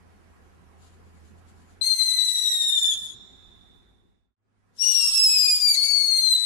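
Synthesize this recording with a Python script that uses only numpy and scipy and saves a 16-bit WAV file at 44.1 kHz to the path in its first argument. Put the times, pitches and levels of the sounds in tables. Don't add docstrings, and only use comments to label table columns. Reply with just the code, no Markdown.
import sys
import numpy as np
from scipy import signal
from scipy.fft import rfft, irfft, next_fast_len
from scipy.io import wavfile
from scipy.ndimage import uniform_filter1d

SR = 44100
rng = np.random.default_rng(int(sys.argv[2]) if len(sys.argv) > 2 else 0)


def attenuation_scalar(level_db):
    decades = np.asarray(level_db, float) / 20
    return 10 ** decades


def dump_mix(stems):
    frames = np.atleast_2d(stems).T
    limited = np.clip(frames, -1, 1)
    pcm = np.round(limited * 32767).astype(np.int16)
    wavfile.write(sys.argv[1], SR, pcm)


N = 284445
T = np.arange(N) / SR
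THUD_S, CUT_S = 2.951, 4.36

# (whistle on [s], rise [s], odd partials on [s], flame on [s], burn-out [s])
WHEELS = [
    (1.811, .004, 1.83, 1.8118, 2.9487),
    (4.778, 0.033, 4.81, 4.71, 6.6),
]


def evened(x):
    return x / np.sqrt(np.mean(abs(x) ** 2) + 1e-20)


def read(points, hz):
    f, value = np.transpose(points)
    return np.interp(np.log(hz + 1), np.log(f + 1), value)


def drift(rate_hz, channels=1):
    step = int(SR / rate_hz / 2) + 1
    points = rng.standard_normal((channels, N // step + 2))
    lines = [np.interp(np.arange(N) / step, np.arange(len(p)), p) for p in points]
    return evened(uniform_filter1d(lines, step))


def noise(spectrum, patchy_db):
    frames, hz = N // 256 + 5, np.fft.rfftfreq(1024, 1 / SR)
    a, b, patches = rng.standard_normal((3, 2, 513, frames), dtype=np.float32)
    patches = uniform_filter1d(patches, size=10, axis=1)
    patches = evened(uniform_filter1d(patches, size=8, axis=2))
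    z = (a + 1j * b) * attenuation_scalar(read(spectrum, hz)[:, None] + patchy_db * patches)
    return evened(signal.istft(z, nperseg=1024, noverlap=768)[1][:, :N])


def colour(x, db_of_hz):
    size = next_fast_len(N)
    gain = attenuation_scalar(db_of_hz(np.fft.rfftfreq(size, 1 / SR)))
    return irfft(rfft(x, size) * gain, size)[:, :N]


def gate(on, off, rise, fall):
    return np.clip((T - on) / rise, 0, 1) * np.clip((off - T) / fall, 0, 1)


def bumps(rows):
    return sum(height * np.exp(-((T - s) / width) ** 2) for s, height, width in rows)


def later(x, s):
    return np.concatenate([np.zeros(round(s * SR)), x])[:N]


def burn():
    # (time [s], pitch of partial 1 [Hz], partial 2 at near mic [dB], alternate-pulse
    # unevenness [dB])
    first_burn = [(1.825, 2055, -14, -8.5), (1.863, 2114, -12, -5.5), (2.1, 2032, -15.5, -5),
                  (2.499, 1932, -16.5, -4), (2.6, 1867, -16, -7.5), (2.88, 1768, -16, -12),
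                  (2.943, 1709, -21, -15)]
    second_burn = [(4.79, 2750, -24, -9), (4.828, 2848, -15, 0.5), (4.89, 2891, -15.5, -4),
                   (5.02, 2758, -19, 1), (5.171, 2657, -28.5, 9.5), (5.39, 2511, -15.5, 0.5),
                   (5.53, 2439, -24, 3), (5.673, 2358, -14, -6.5), (5.73, 2292, -22, 5.5),
                   (5.78, 2196, -18, -12), (5.815, 2187, -21, -8), (5.851, 2260, -17, -6.5),
                  (6.002, 2211, -20.5, -9.5), (6.18, 2118, -20.5, -5), (6.3, 2040, -18.5, -10.5),
                  (6.39, 1996, -22, -11), (6.45, 2000, -23.5, -7.5)]
    # (time [s], level change [dB], half width [s])
    sputters = [(1.96, -4, 0.015), (2.608, 0, 0.013), (2.76, -6, .01), (5.12, -3.5, 0.023),
                (5.59, -15, 0.012)]
    # (time [s], length [s], pitch drop [share])
    chokes = [
        (5.748, .016, 0.11),
        (2.938, .012, .02),
    ]
    s, *columns = np.transpose(first_burn + second_burn)
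    hz, level_db, odd_db = (np.interp(T, s, column) for column in columns)
    for at, length, drop in chokes:
        u = (T - at) / length
        hz = hz * (1 - drop * (u > 0) * np.clip(1 - u, 0, 1) ** .4)
    return hz, level_db + bumps(sputters), odd_db


def spin():
    # (time of a pass [s], rate then [turns/s], gain [turns/s2])
    thrust = (2.062, 10.06, 4.92)
    pass_s, rate_hz, gain = thrust
    u = T - pass_s
    return np.cos(2 * np.pi * u * (rate_hz + gain * u / 2)) * (T < 4)


def hiss_and_aim():
    # (from [s], hiss [dB], hiss drift [dB/s], far minus near mic [dB], its drift [dB/s])
    courses = [
        (1.83, -59.5, -2.5, -12, 11),
        (4.83, -46, -12.5, -15, -2),
    ]
    # (time [s], gain there [dB], half width [s])
    sweeps = [(5.19, 27.5, 0.13), (5.52, 21.5, .07), (5.7, 12, 0.036), (5.82, 8.5, .03), (6.07, 10, 0.051),
              (6.18, 15, 0.034), (6.33, 19.5, 0.032)]
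    start, hiss_db, hiss_slope, far_db, far_slope = (np.where(T < CUT_S, a, b) for a, b in zip(*courses))
    u = T - start
    return hiss_db + hiss_slope * u, far_db + far_slope * u + bumps(sweeps)


def jet_flame(hiss_db, turn):
    # (frequency [Hz], level [dB])
    fast_jet = [(300, -21), (1000, -18), (2000, -6.5), (3000, -3.5), (4200, 3), (5500, -4), (8000, -5.5),
                (11000, -1), (13000, -6.5), (16000, -14.5)]
    slow_jet = [(300, -31), (900, -25.5), (1300, -16.5), (2000, -15), (3000, -5), (4200, 1), (7000, -1.5),
                (9000, -8.5), (12000, -7.5), (16000, -32)]
    fizz = sum(gate(flame, off, on - flame + 2 * rise, .002) ** 3.1 for on, rise, _, flame, off in WHEELS)
    hiss = np.where(T < 4, noise(fast_jet, 0.86) * attenuation_scalar(6.5 - 2.5 * turn), noise(slow_jet, 3.1))
    return hiss * attenuation_scalar(hiss_db + 16.0 + 2.0 * drift(150)) * fizz


def whistle(far_db, turn, rough, flutter_db, jitter):
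    partials_db = [
        [0, 2, 9.1, -8.5, 7.8, -14, -19.5, -44],
        [7, 2, 8.2, -11.5, 6.8, -11.5, -2, -21],
    ]
    doppler = [.014, -.003]
    beam_swing_db = [-3.5, 3.5]
    hz, level_db, odd_db = burn()
    hz = hz * (1 + jitter * drift(60)[0])
    lit = sum(gate(on, off, rise, .0007) for on, rise, _, _, off in WHEELS)
    odd_lit = sum(gate(on, off, 0.0032, .0007) for _, _, on, _, off in WHEELS)
    heard_hz = hz * (1 + np.outer(doppler, turn * gate(1.88, 4, .05, 0.095)))
    phase = 2 * np.pi * np.cumsum(heard_hz, axis=1) / SR
    spit, waver_db = 0.38 * drift(900, channels=2), 2.2 * drift(12, channels=2)
    far_only, swing_db = np.array([[0], [1]]), np.outer(beam_swing_db, turn)
    out = np.zeros((2, N))
    for k, db in enumerate(np.transpose(partials_db), 1):
        re, im = (drift(300, channels=2) + spit) * (k / 2) ** .4
        line = (1 + rough * re) * np.cos(k * phase) - rough * im * np.sin(k * phase)
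        db = db[:, None] + level_db + flutter_db * drift(55, channels=2)
        if k == 1:
            db = db + waver_db
        if k % 2:
            db, on = db + odd_db - 20.5, odd_lit
        else:
            db, on = db + far_db * (far_only if k == 2 else .5) + swing_db, lit
        out += np.sqrt(2) * attenuation_scalar(db) * line * on * (k * hz < 18000)
    return out


def burning_wheels():
    # (frequency [Hz], gain [dB])
    paths = [
        [(1300, 3), (2000, -12.5), (2700, -1), (8000, 1), (11000, -0.5), (13000, -17.5), (16000, -31.5)],
        [(1300, 3.5), (2000, -8), (2700, -3.5), (8000, 0.5), (11000, -9.5), (13000, -9), (16000, -14)],
    ]
    turn = spin()
    hiss_db, far_db = hiss_and_aim()
    out = jet_flame(hiss_db, turn) + whistle(far_db, turn, rough=0.12, flutter_db=2.5, jitter=0.0022)
    return colour(out, lambda f: [read(path, f) for path in paths])


def puffs():
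    # (time [s], level [dB], half width [s])
    passes = [(0.741, -85, .03), (.85, -56, 0.055), (.94, -65.5, 0.026), (1.07, -67, 0.036),
              (1.165, -65, 0.043), (1.27, -60.5, 0.045), (1.385, -62.5, .015), (1.49, -58.5, 0.024),
              (1.6, -62.5, 0.065), (1.715, -61, 0.034)]
    # (frequency [Hz], level [dB])
    puff_spectrum = [(1500, -19), (3000, 0.5), (4500, 1), (5600, -6), (7000, 4.5), (8800, -7.5),
                     (10500, -2.5), (12000, -11.5), (13000, -32)]
    level = bumps((s, attenuation_scalar(db), width) for s, db, width in passes)
    return noise(puff_spectrum, 2.0) * level * attenuation_scalar([[2], [-3]])


def thud():
    # (level [dB], frequency [Hz], t60 [s])
    blowout = (-37.5, 140.4, .08)
    db, hz, t60 = blowout
    u = np.maximum(T - THUD_S, 0)
    push = -np.sin(2 * np.pi * hz * u) * np.exp(-u / .006)
    push += 0.43 * drift(1500)[0] * np.exp(-u / 0.0092) * (u > 0)
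    push += .15 * drift(400)[0] * attenuation_scalar(-60 * u / t60) * (u > 0)
    return attenuation_scalar(db) * push * attenuation_scalar([[0], [-2]])


def field(x):
    # (delay [s], level [dB])
    echoes = [
        [(.0021, -22.5), (.011, -21.5), (.031, -19), (.09, -26), (.14, -24.5), (.188, -26.5), (.197, -23),
         (.203, -27.5)],
        [(.0018, -27), (.009, -13), (.024, -13.5), (.08, -22), (.12, -17.5), (.141, -22), (.148, -17.5),
         (.153, -20)],
    ]
    # (frequency [Hz], t60 [s])
    tree_decay = [(500, 1.2), (2000, 1.6), (3500, 2.43), (5500, 2.2), (7000, 1.5), (11000, 0.69)]
    tree_level_db = [-36, -25.5]
    length = 2 * SR
    taps = np.zeros((2, length))
    at = np.arange(1500, length - 20, 20) + rng.integers(0, 20, (2, (length - 1501) // 20))
    np.put_along_axis(taps, at, rng.choice([-1., 1.], at.shape), 1)
    hz, t, z = signal.stft(taps, SR, nperseg=256)
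    swell = np.clip(t / 0.1, .2, 1)
    z = z * swell * attenuation_scalar(-60 * t / read(tree_decay, hz)[:, None])
    tail = signal.istft(z, SR, nperseg=256)[1][:, :length]
    tail = tail / np.linalg.norm(tail, axis=1)[:, None] * attenuation_scalar(tree_level_db)[:, None]
    tail[:, 0] = 1
    for mic in range(2):
        for s, db in echoes[mic]:
            tail[mic, round(s * SR)] += attenuation_scalar(db)
    return signal.fftconvolve(x, tail, axes=1)[:, :N]


def duck():
    # (on [s], off [s], depth [dB], recovery [dB/s])
    ducks = [
        (1.82, 2.95, -14.5, 9.5),
        (4.8, 6.6, 0, -3.5),
    ]
    attack_s, release_s = 0.096, .03
    return sum(gate(on, off, attack_s, release_s) * np.minimum(db + back * (T - on), 0)
               for on, off, db, back in ducks)


def road(wash_db, tyres_db):
    # (frequency [Hz], level [dB per Hz])
    traffic_spectrum = [(15, -45), (60, -18), (100, -12), (175, -7.5), (360, -12.5), (550, -18), (740, -17),
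                        (1640, -21), (3500, -34), (7000, -37.5), (12000, -40), (15600, -81.5)]
    # (frequency [Hz], left minus right [dB])
    traffic_side = [(60, -1.5), (240, -1), (950, -2.5), (3770, -2.5), (15000, -5)]
    # (level [dB], drift [dB/s])
    flame_roar = (-65, -8)
    on, off = WHEELS[1][0], WHEELS[1][4]
    roar = attenuation_scalar(flame_roar[0] + flame_roar[1] * (T - on) + 10.5) * gate(on, off, 0.078, .01)
    traffic = colour(noise(traffic_spectrum, 2.1), lambda f: np.outer([.5, -.5], read(traffic_side, f)))
    wash = colour(traffic, lambda f: -80 * (f > 430))
    return wash * attenuation_scalar(wash_db + 7.0) + (traffic - wash) * (attenuation_scalar(tyres_db + 10.5) + roar)


def low_rumble(rumble_db):
    # (frequency [Hz], level [dB per Hz])
    rumble_spectrum = [(15, -25.5), (30, -7), (45, -4), (60, -0.5), (90, -21.5), (200, -59)]
    x = colour(rng.standard_normal((2, N)), lambda f: read(rumble_spectrum, f))
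    return evened(x) * attenuation_scalar(rumble_db + [[0], [3.5]])


def engine_drone(duck_db):
    # (time [s], pitch [Hz], level [dB])
    engine = [(0, 86.4, -63.5), (.4, 81.5, -62), (1.3, 81, -56.5), (1.7, 83.2, -61.5), (3.0, 86, -70),
              (4.3, 90, -73), (4.399, 99, -63.5), (4.8, 99.3, -69), (4.899, 99.1, -75), (6.45, 97.2, -79)]
    s, hz, db = np.transpose(engine)
    phase = 2 * np.pi * np.cumsum(np.interp(T, s, hz) * (1 + 0.032 * drift(5)[0])) / SR
    drone_db = np.interp(T, s, db) + 1.4 * duck_db + 1.9 * drift(14, channels=2)
    return np.sin(phase + [[0], [1.3]]) * attenuation_scalar(drone_db) * attenuation_scalar([[3], [7]]) * np.where(T > 4.85, .4, 1)


def night():
    # (first shot [dB], drift after burn-out [dB/s], second shot [dB], ducking [share])
    layers = [
        (-64.5, -2, -67.5, 1.05),
        (-67, 3.5, -71.5, .9),
        (-69, -6.5, -72.5, .25),
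    ]
    duck_db = duck()
    since_thud = np.maximum(T - THUD_S, 0)
    wash_db, rumble_db, tyres_db = (np.where(T < CUT_S, a + slope * since_thud, b) + share * duck_db
                                    for a, slope, b, share in layers)
    return (road(wash_db, tyres_db) + low_rumble(rumble_db) + engine_drone(duck_db)) * fade()


def electronic_whine():
    # (frequency [Hz], level [dB])
    whine_tone = (11990, -85.5)
    hz, db = whine_tone
    return attenuation_scalar(db + 3.0 * drift(30)) * np.sin(2 * np.pi * hz * T) * [[.3], [1]]


def fade():
    fade_out_s, fade_in_s = 0.62, 0.76
    return np.clip(np.maximum((CUT_S - T) / fade_out_s, (T - CUT_S) / fade_in_s), .003, 1)


def limited(x, knee_db, share):
    power_db = 10 * np.log10(abs(uniform_filter1d(x ** 2, 300)) + 1e-12)
    return x * attenuation_scalar(-share * uniform_filter1d(np.maximum(power_db - knee_db, 0), 200))


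def hum_filtered(x):
    notch_hz = 300
    size = next_fast_len(N + SR)
    hz = np.fft.rfftfreq(size, 1 / SR)
    lap = np.exp(-2j * np.pi * hz / notch_hz)
    notch = (1 - .93 * lap) / (1 - .72 * lap)
    notch = np.where(hz < notch_hz / 2, notch[np.argmin(abs(hz - notch_hz / 2))], notch)
    notch = notch * (1 - 0.64 * np.exp(-((hz - notch_hz / 2) / 12) ** 2))
    return irfft(rfft(x, size) * notch, size)[:, :N]


def masked(x, margin_db, spread_db):
    # (frequency [Hz], lowest level kept [dB])
    hearing = [(9000, -110), (12100, -100), (12500, -70.5), (15000, -63), (15400, -55.5), (16000, -40)]
    hz, t, z = signal.stft(x, SR, nperseg=1024)
    bands = z[:, :512].reshape(2, 32, 16, -1)
    level_db = 10 * np.log10(uniform_filter1d((abs(bands) ** 2).sum(2), size=3) + 1e-14)
    apart = np.arange(32)[:, None] - np.arange(32)
    apart = np.where(apart < 0, -4.0 * apart, apart)
    mask_db = (level_db[:, None] - spread_db * apart[None, :, :, None]).max(2) - margin_db
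    floor_db = read(hearing, hz[8:512:16])[:, None]
    kept = level_db > np.maximum(mask_db, floor_db)
    z[:, :512] = (bands * kept[:, :, None]).reshape(2, 512, -1)
    return signal.istft(z, SR, nperseg=1024)[1][:, :N]


def scene():
    far_lag_s, first_shot_db = .0094, -7
    release_db = 3.5
    near, far = burning_wheels() + puffs() + thud()
    wheels = field(np.array([near, later(far, far_lag_s)]))
    wheels = wheels * ((T < CUT_S) | (T > WHEELS[1][3]))
    gain_db = first_shot_db * (T < CUT_S) + release_db * gate(THUD_S, CUT_S, .04, .01)
    return (wheels + electronic_whine()) * fade() * attenuation_scalar(gain_db) + night()


def roll_off(x):
    return signal.sosfilt(signal.butter(12, 15960, fs=SR, output="sos"), x)


def record(dry):
    clean = hum_filtered(limited(dry, knee_db=-15.5, share=0.9))
    mix = masked(clean, margin_db=27.5, spread_db=2.5)
    return roll_off(mix)


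dry = scene()
out = record(dry)
dump_mix(out)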